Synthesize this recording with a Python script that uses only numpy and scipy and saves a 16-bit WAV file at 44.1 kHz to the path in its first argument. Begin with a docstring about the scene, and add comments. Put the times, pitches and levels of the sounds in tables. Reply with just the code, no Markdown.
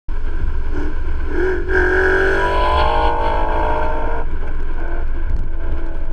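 """Air throbs through the open side window of a car at highway speed, over road rumble and rushing wind.
A V8 in the next lane blips its throttle, changes down and pulls past: first its intake booms and rasps,
then its exhaust howls and crackles. Both are firing pulses and rough gas flow ringing in hollow spaces.
Far ahead it changes up, pulls once more and coasts, while loose trim ticks inside our car."""
import sys
import numpy as np
from scipy import signal
from scipy.fft import rfft, irfft, next_fast_len
from scipy.io import wavfile
from scipy.ndimage import uniform_filter1d

SR = 44100
rng = np.random.default_rng(int(sys.argv[2]) if len(sys.argv) > 2 else 0)


def put_to_file(sound):
    """Save the sound as 16-bit audio at rate SR, in the file named by the first command-line argument."""
    columns = np.atleast_2d(sound).T  # one column per channel
    safe = np.clip(columns, -1, 1)
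    whole_steps = np.round(safe * 32767)
    wavfile.write(sys.argv[1], SR, whole_steps.astype(np.int16))


N = 269892
TIME = np.arange(N) / SR
FFT_SIZE = next_fast_len(N, True)
BIN_HZ = np.maximum(np.fft.rfftfreq(FFT_SIZE, 1 / SR), 1)
PAST_S = 2.46   # the V8's tail comes level with our window


def from_db(db):
    """Turn decibels into a gain to multiply by."""
    return 10 ** (np.asarray(db) / 20)


def rms_one(x):
    """Scale a signal so that its average level (rms) is 1."""
    return x / np.sqrt(np.mean(x ** 2) + 1e-20)


def in_time(rows):
    """Join (time, value) points with straight lines, giving a value for every sample."""
    return np.interp(TIME, *np.transpose(rows))


def turns_of(hz):
    """Count the cycles completed so far."""
    return np.cumsum(hz) / SR


def coloured(x, gain):
    """Give each frequency its own gain, then set the average level to 1."""
    return rms_one(irfft(rfft(x, FFT_SIZE) * gain, FFT_SIZE)[:N])


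def resonant(x, modes):
    """Make a signal ring in narrow bands of pitch, called modes or resonances."""
    power = sum(from_db(db) ** 2 / (1 + ((BIN_HZ - hz) / (width / 2)) ** 2 / 2) ** 3
                for hz, width, db in modes)
    return coloured(x, np.sqrt(power))


def shaped(x, spectrum):
    """Filter with a smooth tone curve; nothing passes beyond its ends."""
    hz, db = np.transpose(spectrum)
    return coloured(x, from_db(np.interp(np.log(BIN_HZ), np.log(hz), db, left=-np.inf, right=-np.inf)))


def noise():
    """White noise: an even hiss."""
    return rng.standard_normal(N)


def drift(hz):
    """A random wander of typical size 1, mostly slower than hz."""
    return coloured(noise(), 1 / (1 + (BIN_HZ / hz) ** 2))


def evened(x):
    """Hold the short-term level at 1."""
    power = uniform_filter1d(uniform_filter1d(x ** 2, size=2400), size=2400)
    return x / np.sqrt(power + 1e-12)


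def held(start_s, end_s, attack_s, release_s):
    """Rise to 1 from start_s, hold, and fall to 0 from end_s."""
    return np.clip(np.minimum((TIME - start_s) / attack_s, 1 - (TIME - end_s) / release_s), 0, 1)


def swell(centre_s, width_s):
    """A bell-shaped rise and fall of height 1."""
    return np.exp(-np.minimum(((TIME - centre_s) / width_s) ** 2, 50))


def knocks(events, spectrum, width_s, level_db):
    """Each knock is a brief, sharply peaked burst of filtered noise."""
    envelope = sum(from_db(db + level_db - 8.7 * np.minimum(np.abs(TIME - s - width_s) / width_s, 20))
                   for s, db in events)
    return envelope * shaped(noise(), spectrum)


def window_air():
    """The cabin breathes through the window like a blown bottle, and the wind flutters in step."""
    # how fast the air pumps in and out: (time [s], rate [Hz])
    throb_rate = [(0, 18.5), (1.3, 18.5), (2.8, 17.5), (3.4, 17), (4.4, 17.5), (5, 20), (6.12, 15.5)]
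    # the throb, weaker while the other car is near: (time [s], relative level [dB])
    throb_level = [(0, -17.3), (1.25, -17.5), (1.85, -22.5), (2.7, -22), (3.6, -20), (4.1, -16.8),
                   (6.12, -17.6)]
    # rushing wind, with a lull: (time [s], relative level [dB])
    wind_level = [(0.09, -45), (.3, -42.5), (1.2, -42.3), (4.98, -44), (5.08, -47), (5.2, -44.5),
                  (5.28, -44.5), (5.34, -48.5), (5.48, -50), (5.62, -43.5), (5.8, -43.2), (6.12, -48.8)]
    # hollow resonances of the microphone's housing that colour the wind:
    # (pitch [Hz], width [Hz], relative level [dB])
    housing_modes = [(330.4, 143, -0.5), (413, 57, -1), (590, 80, -14), (600, 400, -14.5), (985, 180, -5.5),
                     (1400, 228, -10.5), (1550, 190, -5.5), (2276, 480, -18.5), (2986, 940, -25.3),
                     (4230, 600, -36.5), (4980, 590, -40), (6370, 1300, -46.5), (8050, 1600, -49),
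                     (10400, 1900, -52)]
    swing = np.sin(2 * np.pi * turns_of(in_time(throb_rate) * (1 + .013 * drift(4))))
    throb = from_db(in_time(throb_level) + 4.5) * swing
    flutter_db = .72 * swing + 1.6 * drift(18)
    wind = from_db(in_time(wind_level) + 6.5 + flutter_db) * resonant(noise(), housing_modes)
    return throb + wind


def rolling(level, bumps, spectrum):
    """Low noise that wavers with the uneven road and swells at each bump."""
    surface = from_db(in_time(level) + 1.8 * drift(7))
    power = surface ** 2 + sum(from_db(db) ** 2 * swell(s, width_s=.06) for s, db in bumps)
    return np.sqrt(power) * evened(shaped(noise(), spectrum))


def road():
    """The road makes our car's body shudder and its cabin rumble."""
    # body shudder: (time [s], level [dB])
    shudder_level = [(0, -28), (1.1, -29), (3.4, -23.5), (4.7, -31), (6.12, -28)]
    # its very deep tone: (frequency [Hz], relative level [dB])
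    shudder_tone = [(12, -20), (22, -1), (30, 1.5), (42, -2.5), (50, -10), (65, -31)]
    # cabin rumble, easing on smoother road: (time [s], level [dB])
    rumble_level = [(0, -30), (1.1, -26.5), (3.0, -27), (3.25, -29.5), (4.4, -29.5), (5.1, -31.5),
                    (6.12, -30)]
    # its low tone: (frequency [Hz], relative level [dB])
    rumble_tone = [(42, -18.5), (54, -5.5), (66, 4), (76, -4), (86, -19), (105, -15.5), (150, -24),
                   (210, -29), (300, -34.5), (600, -69)]
    # bumps in the road: (time [s], shudder [dB], rumble [dB])
    bumps = [(.44, -23, -24), (1.78, -23, -23), (2.62, -20, -27), (2.8, -32, -18.5), (3.05, -20, -25),
             (3.6, -21, -27), (5.05, -40, -29), (5.33, -18.5, -25.5), (5.7, -25, -26)]
    shudder = rolling(shudder_level, [(s, db) for s, db, _ in bumps], shudder_tone)
    rumble = rolling(rumble_level, [(s, db) for s, _, db in bumps], rumble_tone)
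    return shudder + rumble


def own_engine():
    """Our own engine drones on one low, slowly moving note."""
    # the drone: (time [s], pitch [Hz], level [dB])
    drone = [(0, 132.7, -62.5), (2.4, 145.5, -45), (3, 148.3, -42), (4.7, 155.4, -41), (5, 157.9, -54),
             (6.12, 154.9, -47)]
    pitch = in_time([(s, hz) for s, hz, _ in drone])
    level_db = in_time([(s, db) for s, _, db in drone])
    return from_db(level_db) * np.sin(2 * np.pi * turns_of(pitch))


def electrical_whine(hz=10645):
    """A faint, very high tone that wavers in level."""
    return from_db(-79.5 + 2 * drift(3)) * np.sin(2 * np.pi * hz * TIME)


def tyres(fade_s=1.5):
    """The other car's tyres hiss beside us and fade once it is past."""
    # tyre hiss: (frequency [Hz], relative level [dB])
    tone = [(2000, -6), (3100, 0), (3700, -8), (4300, -3), (5200, -6), (6000, -12), (8200, -15),
            (12000, -28)]
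    return from_db(-59.5) * np.clip(1 - (TIME - PAST_S) / fade_s, 0, 1) * shaped(noise(), tone)


def thumps():
    """Dull thumps: jolts of air, and one exhaust pop at the gear change."""
    # the thumps, with the pop at 4.474 s: (time [s], relative peak [dB])
    events = [(0.354, -23.5), (0.593, -33), (1.081, -24), (4.474, -29), (5.296, -17.5), (5.363, -20),
              (5.388, -31), (5.69, -25), (5.722, -22)]
    # their dull tone: (frequency [Hz], relative level [dB])
    tone = [(40, -10), (70, 0), (130, -2.5), (220, -16), (330, -3), (450, -20), (800, -37)]
    return knocks(events, tone, width_s=.0054, level_db=-3.5)


def firing(turns, spread, scatter_db=3, count=200):
    """Pressure from eight uneven cylinders; a spread under 1 bunches it into one beat a cycle."""
    # Orders are tones at whole multiples of the engine's cycle rate; order 8 is the firing rate.
    # the cylinders' pattern: (order [per cycle], relative level [dB])
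    order_levels = [(1, -2.5), (3, 4), (4, 3), (6, -4), (7, -2), (8, 7), (9, 2.5), (10, -2), (11, 3),
                    (12, 4), (13, -1.5), (14, 0.5), (15, -12), (16, 6), (17, 4.5), (18, 3), (19, -3),
                    (20, 1), (21, 3), (22, -0.5), (24, -3.5), (25, 4.5), (26, -9.5), (27, -10.5), (28, 0.5),
                    (29, -1), (30, -3), (32, -2), (34, 1), (38, -2)]
    orders = np.arange(count)
    listed, db = np.transpose(order_levels)
    chance_db = rng.normal(0, 1, count) * scatter_db * (orders > listed[-1])
    sizes = from_db(np.interp(orders, listed, db) + chance_db) * (orders > 0)
    lags = spread * rng.random(count)
    lags[8] = 0   # the firing rate stays in step with the crankshaft
    cycle = rms_one(irfft(sizes * np.exp(2j * np.pi * lags), 20 * count))
    return np.interp(turns % 1, np.arange(len(cycle)) / len(cycle), cycle)


def gas_flow(turns, rough_db, throb_db, spread=1):
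    """Firing pulses, plus the noise of swirling gas that surges with each cycle and each firing."""
    surge = from_db(throb_db * (np.cos(2 * np.pi * turns) + np.cos(16 * np.pi * turns)))
    shifting = sum(drift(8) * firing(turns, spread=1) for _ in range(2))   # no two cycles fire alike
    pulses = rms_one(firing(turns, spread) + from_db(-13) * rms_one(shifting))
    return pulses + from_db(rough_db + 1.5) * rms_one(surge * noise())


def passing_gains(turn_s=.12, shadow_db=-22.5):
    """Each part of the V8 grows louder as the throttle opens and as that part turns to face us."""
    # throttle presses: (opens [s], lifts [s], rise [s], fall [s], boom, hiss and spray [dB],
    # rasp, snarl and whistle [dB], exhaust [dB])
    throttle = [(.68, .83, .1, .1, 1.5, 1, 3), (1.23, 1.5, .16, .17, -2, -1.5, 0),
                (1.65, 4.2, .1, .07, 0, 0, 0), (4.39, 4.49, .05, .07, -5, -3, -8.5),
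                (4.71, 5.0, .09, .06, -12, 6, -4.5), (5.1, 5.28, .05, .05, -18, 1, -16)]
    # when each named part faces us: (from [s], until [s], relative level [dB], rise [dB/s],
    # fall [dB/s], step once past [dB], share of flares and flutter [factor])
    facing = { "boom": (1.45, 2.27, -19.5, 17, 37, 0, .4), "rasp": (1.78, 2.0, -21, 24, 14, -11, .5),
              "snarl": (2.1, 2.27, -21.7, 15, 36, -8, .4), "whistle": (1.45, 2.3, -43, 18, 6, 0, .9),
              "pipe": (2.55, 3.0, -26.2, 11.5, 5.3, 1.5, .25), "howl": (2.85, 3.05, -25, 8.5, 10, 7, .25),
              "blare": (2.7, 3.35, -32.2, 14, 5.5, 0, .6), "crackle": (2.5, 2.85, -38.7, 17, 10, 1.5, .7),
              "spit": (2.65, 2.85, -37, 11, 17, 2, 1.0), "sizzle": (2.55, 2.8, -46.8, 15, 18.5, 2.5, 1.2),
              "hiss": (1.95, 2.3, -51.5, 6, 6, -5.5, .5), "spray": (2.4, 2.6, -54.6, 8.5, 11, -2, .7), }
    # brief flares and dips in level: (time [s], half width [s], change at a share of 1 [dB])
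    flares = [(1.78, .03, 2), (1.88, .04, -3), (2.66, .025, 2.5), (2.8, .025, 7.5), (3.07, .035, 4.5),
              (3.16, .055, -10), (3.27, .03, 4), (3.47, .04, -6), (3.84, .02, 6), (4.482, .012, 16)]
    presses = [(held(*row[:4]), *row[4:]) for row in throttle]
    airbox = sum(from_db(db) * opening ** .9 for opening, db, _, _ in presses)
    air = sum(from_db(db) * opening ** 1.5 for opening, db, _, _ in presses)
    front = sum(from_db(db) * opening ** 1.5 for opening, _, db, _ in presses)
    rear = sum(from_db(db) * opening ** 1.5 for opening, _, _, db in presses)
    drive = dict(boom=airbox, hiss=air, spray=air, rasp=front, snarl=front, whistle=front,
                 pipe=rear, howl=rear, blare=rear, crackle=rear, spit=rear, sizzle=rear)
    past = np.clip((TIME - PAST_S) / turn_s, 0, 1)
    lorry_db = 3.5 * swell(3.71, width_s=.16)   # the side of a lorry throws the sound back
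    flare_db = sum(db * swell(s, width) for s, width, db in flares)
    gains = {}
    for part, (start, end, level_db, rise, fall, step_db, share) in facing.items():
        away_db = -rise * np.maximum(start - TIME, 0) - fall * np.maximum(TIME - end, 0)
        if part in ("boom", "rasp", "snarl"):   # still heard when the car's body hides the intake
            away_db = np.maximum(away_db, shadow_db)
        uneven_db = share * (flare_db + 1.1 * drift(16))
        gains[part] = drive[part] * from_db(level_db + away_db + step_db * past + lorry_db + uneven_db)
    return gains


def intake(turns, rough_db, gain):
    """Gulps of air make the air filter box boom and the throttles rasp, snarl and whistle."""
    # resonances of the box and the throttles: (pitch [Hz], width [Hz], relative level [dB])
    boom_modes = [(366, 56, 0.5), (296, 70, -7), (430, 71, -9.5), (140, 40, -25)]
    rasp_modes = [(1617, 118, 0), (1745, 115, -12), (930, 130, -17), (750, 80, -19)]
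    snarl_modes = [(1465, 125, 0), (1290, 130, -15)]
    whistle_modes = [(2230, 230, 0)]
    box_flow = gas_flow(turns, rough_db - 6.5, throb_db=6)
    out = from_db(1.2) * gain["boom"] * evened(resonant(box_flow, boom_modes))
    gulps = gas_flow(turns, rough_db + 2, throb_db=.5)
    for part, modes in dict(rasp=rasp_modes, snarl=snarl_modes, whistle=whistle_modes).items():
        out += gain[part] * evened(resonant(gulps, modes))
    return out


def with_echo(x, echo_db, lag_s, growth):
    """An echo whose path grows as the car draws away makes the engine's tones swell and fade."""
    return x + from_db(echo_db) * np.interp(TIME - lag_s - growth * TIME, TIME, x)


def exhaust(turns, rough_db, gain):
    """Pulses ring the pipes into low notes, a howl and a blare; the outlets crackle, spit and sizzle."""
    # resonances of the pipes and outlets: (pitch [Hz], width [Hz], relative level [dB])
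    pipe_modes = [(160.6, 106, -19.5), (322, 49.9, -3), (468.3, 36.5, -4), (543, 72, -10.5),
                  (610, 57, -1.5), (704, 30, -4)]
    howl_modes = [(770, 60, -9.5), (852, 117, 0), (925, 140, 3), (1058, 101, -2), (1190, 160, -19)]
    blare_modes = [(1413, 130, -1.5), (1555, 140, 0), (1827, 140, -19)]
    crackle_modes = [(2120, 90, -1), (2350, 130, 1), (2574, 120, -1)]
    spit_modes = [(2800, 150, -2), (2990, 140, 2.5), (3290, 190, 2.5)]
    sizzle_modes = [(3720, 300, -5), (4130, 300, -1), (4360, 300, 0), (5050, 380, -16)]
    pulses = gas_flow(turns, rough_db + 1, throb_db=4, spread=.62)
    pulses = with_echo(pulses, echo_db=-11, lag_s=.00389, growth=.001534)
    outlet = gas_flow(turns, rough_db + 6.5, throb_db=3.5)
    outlet = with_echo(outlet, echo_db=-4, lag_s=.003, growth=.0009)
    jet = gas_flow(turns, rough_db + 11.5, throb_db=3.5)
    fizz = gas_flow(turns, rough_db + 12, throb_db=-2)
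    return (from_db(1.36) * gain["pipe"] * evened(resonant(pulses, pipe_modes))
            + from_db(-.9) * gain["howl"] * evened(resonant(pulses, howl_modes))
            + gain["blare"] * evened(resonant(outlet, blare_modes))
            + gain["crackle"] * evened(resonant(jet, crackle_modes))
            + gain["spit"] * evened(resonant(jet, spit_modes))
            + gain["sizzle"] * evened(resonant(fizz, sizzle_modes)))


def gas_hiss(jet, gain):
    """Fast gas hisses, with a finer, higher spray of noise on top."""
    # tone of the hiss and the spray: (frequency [Hz], relative level [dB])
    hiss_tone = [(1900, -13.5), (3900, -10), (5100, 0), (6200, -5), (7200, -16), (8500, -34)]
    spray_tone = [(6500, -14), (7500, -6), (8200, 0), (8800, -5), (9300, -8), (12000, -10.5),
                  (13000, -15.5), (14000, -11), (15500, -30.5)]
    hiss = from_db(1.9) * gain["hiss"] * evened(shaped(jet, hiss_tone))
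    spray = from_db(-.4) * gain["spray"] * evened(shaped(jet, spray_tone))
    return hiss + spray


def frayed(turns):
    """Slightly unsteady timing roughens a clean engine tone."""
    return turns + .003 * drift(35)


def singing(turns, gain, floor_db=-9):
    """Single orders sing out as they meet a resonance; return them and the gain each part has left."""
    # the sung notes: (part [name], order [per cycle], starts [s], fades [s], level [dB])
    notes = [("boom", 8, .73, .8, -30.5), ("pipe", 16, .73, .78, -37), ("boom", 8, 1.36, 1.46, -24),
             ("snarl", 31, 1.8, 1.93, -26), ("rasp", 35, 1.82, 1.93, -21), ("snarl", 30, 2.03, 2.2, -24),
             ("howl", 16, 2.14, 2.24, -26), ("howl", 20, 2.36, 2.76, -18.5), ("blare", 27, 2.3, 2.55, -35),
             ("blare", 28, 2.92, 3.1, -29), ("blare", 30, 3.0, 3.08, -33), ("blare", 30, 3.25, 3.4, -33),
             ("crackle", 45, 2.92, 3.03, -37), ("spit", 61, 2.9, 3.0, -39), ("blare", 28, 3.6, 3.69, -29),
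             ("blare", 25, 3.95, 4.12, -38), ("rasp", 36, 4.75, 4.93, -38)]
    tones = 0
    power_left = {part: g ** 2 for part, g in gain.items()}
    for part, order, start, end, db in notes:
        height = from_db(db + 1.2 * drift(12)) * held(start, end, attack_s=.08, release_s=.14)
        tones += height * np.cos(2 * np.pi * order * frayed(turns))
        power_left[part] -= height ** 2 / 2
    return tones, {part: np.sqrt(np.maximum(power_left[part], (from_db(floor_db) * g) ** 2))
                   for part, g in gain.items()}


def ringing_hiss(jet):
    """The hiss rings at sliding pitches as the outlets swing past."""
    # the rings: (time [s], half width [s], pitch [Hz], glide [Hz/s], width [Hz], level [dB])
    rings = [(1.78, .07, 5200, 200, 700, -55), (2.05, .16, 5450, 1500, 1000, -49.5),
             (2.33, .16, 6200, 800, 500, -48.5), (2.4, .13, 8200, 2200, 800, -53.5),
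             (2.73, .12, 8000, -1200, 800, -53)]
    out = 0
    for s, width_s, hz, glide, width_hz, db in rings:
        band = signal.hilbert(resonant(jet, [(hz, width_hz, 0)]), next_fast_len(N))[:N]
        slide = np.exp(1j * np.pi * glide * (TIME - s) ** 2)   # shifts the whole band in pitch
        out += from_db(db) * swell(s, width_s) * np.real(band * slide)
    return out


def trim_ticks(faint_from_s=4.4, faint_count=24):
    """Loose trim ticks, with fainter ticks at random moments among the loud ones."""
    # the loudest ticks: (time [s], relative peak [dB])
    loud = [(4.3127, -42.5), (4.4767, -42), (4.5462, -43.5), (4.6025, -39), (4.6284, -45), (4.7132, -46),
            (4.7415, -47), (4.8001, -44), (4.8792, -44), (5.017, -48), (5.0794, -45), (5.2965, -39.5),
            (5.3642, -38.5), (5.3906, -38), (5.4365, -47.5), (5.722, -39.5), (5.7812, -45), (5.8346, -45),
            (5.8636, -44.5), (5.8875, -46), (5.9455, -46), (5.9703, -47), (6.0526, -43.5)]
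    # tone of a tick: (frequency [Hz], relative level [dB])
    tone = [(300, 2), (1500, 5), (3000, -4.5), (5000, -10.5), (8200, -18.5), (9200, -18.5), (14000, -34)]
    faint = [(rng.uniform(faint_from_s, TIME[-1]), rng.uniform(-57, -51)) for _ in range(faint_count)]
    return knocks(list(loud) + faint, tone, width_s=.0014, level_db=3)


def far_hum(turns):
    """Far ahead, the V8 is a hum of a few wavering orders."""
    # the hum, pulling and then coasting: (time [s], relative level [dB])
    level = [(4.7, -70), (4.8, -42.5), (5.01, -40.5), (5.07, -58), (5.17, -50), (5.47, -51), (5.64, -41),
             (6.12, -46)]
    # its tones: (order [per cycle], relative level [dB])
    orders = [(8, 1.5), (11, -9), (12, -15), (13, -7.5), (14, -4.5), (15, -15), (16, -2), (20, -13),
              (21, -8)]
    hum = sum(from_db(db + 2.8 * drift(6)) * np.sin(2 * np.pi * order * frayed(turns))
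              for order, db in orders)
    return from_db(in_time(level) + 6) * rms_one(hum)


def v8():
    """One crankshaft sets the pace for all the sounds of the passing engine."""
    # engine speed: change down, long pull, change up: (time [s], four-stroke cycles [per s])
    speed = [(0, 37), (.72, 37.8), (.79, 36.4), (.87, 38), (1.35, 37.6), (1.45, 47), (1.51, 46.8),
             (1.58, 43.3), (1.64, 43), (1.7, 47.5), (1.76, 46.8), (1.82, 45), (2, 47), (2.1, 47.1),
             (2.2, 47.6), (2.4, 48.9), (2.5, 49.1), (2.9, 51.3), (3.1, 52.2), (3.9, 56.3), (4.25, 57.7),
             (4.7, 42.2), (5, 42.4), (5.4, 41.4), (5.6, 41.4), (6.12, 40.9)]
    # ragged while revving freely, clean under load: (time [s], relative noise level [dB])
    roughness = [(0, 4), (.8, 1), (1.45, 0), (1.75, -5.5), (2.3, -11.5), (3.3, -8.5), (3.75, -3.5),
                 (4.2, -5.5), (4.35, 5), (4.8, -2)]
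    turns = turns_of(in_time(speed) * (1 + .0016 * drift(25)))   # crank jitter blurs the high orders
    rough_db = in_time(roughness)
    tones, gain = singing(turns, passing_gains())
    jet = gas_flow(turns, rough_db + 17, throb_db=1.5)
    return (intake(turns, rough_db, gain) + exhaust(turns, rough_db, gain) + gas_hiss(jet, gain)
            + tones + ringing_hiss(jet) + far_hum(turns))


def scene():
    """Everything as heard from the passenger seat, in one channel."""
    background = window_air() + road() + own_engine() + electrical_whine() + tyres()
    return (background + thumps() + v8() + trim_ticks())[None]


def record(dry, start_s=.084, cutoff_hz=15650):
    """The sound takes on a hollow colour, opens after a moment of silence and loses its top treble."""
    # peaks and dips in the treble at the microphone: (pitch [Hz], width [Hz], change [dB])
    hollow = [(3600, 200, -3.5), (3960, 140, -3.5), (4320, 220, 2.5), (4730, 240, -9), (5030, 260, 3.5),
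              (5660, 380, -4.5), (6180, 320, 3), (7250, 500, -2.5), (8550, 400, 2), (9200, 550, -6)]
    for hz, width_hz, db in hollow:
        b, a = signal.iirpeak(hz, hz / width_hz, fs=SR)
        dry = dry + (from_db(db) - 1) * signal.lfilter(b, a, dry)
    fade_in = np.clip((TIME - start_s) / .004, 0, 1)
    low_pass = signal.ellip(10, .1, 90, cutoff_hz, fs=SR, output="sos")
    return signal.sosfilt(low_pass, dry * fade_in)


dry = scene()
out = record(dry)
put_to_file(out)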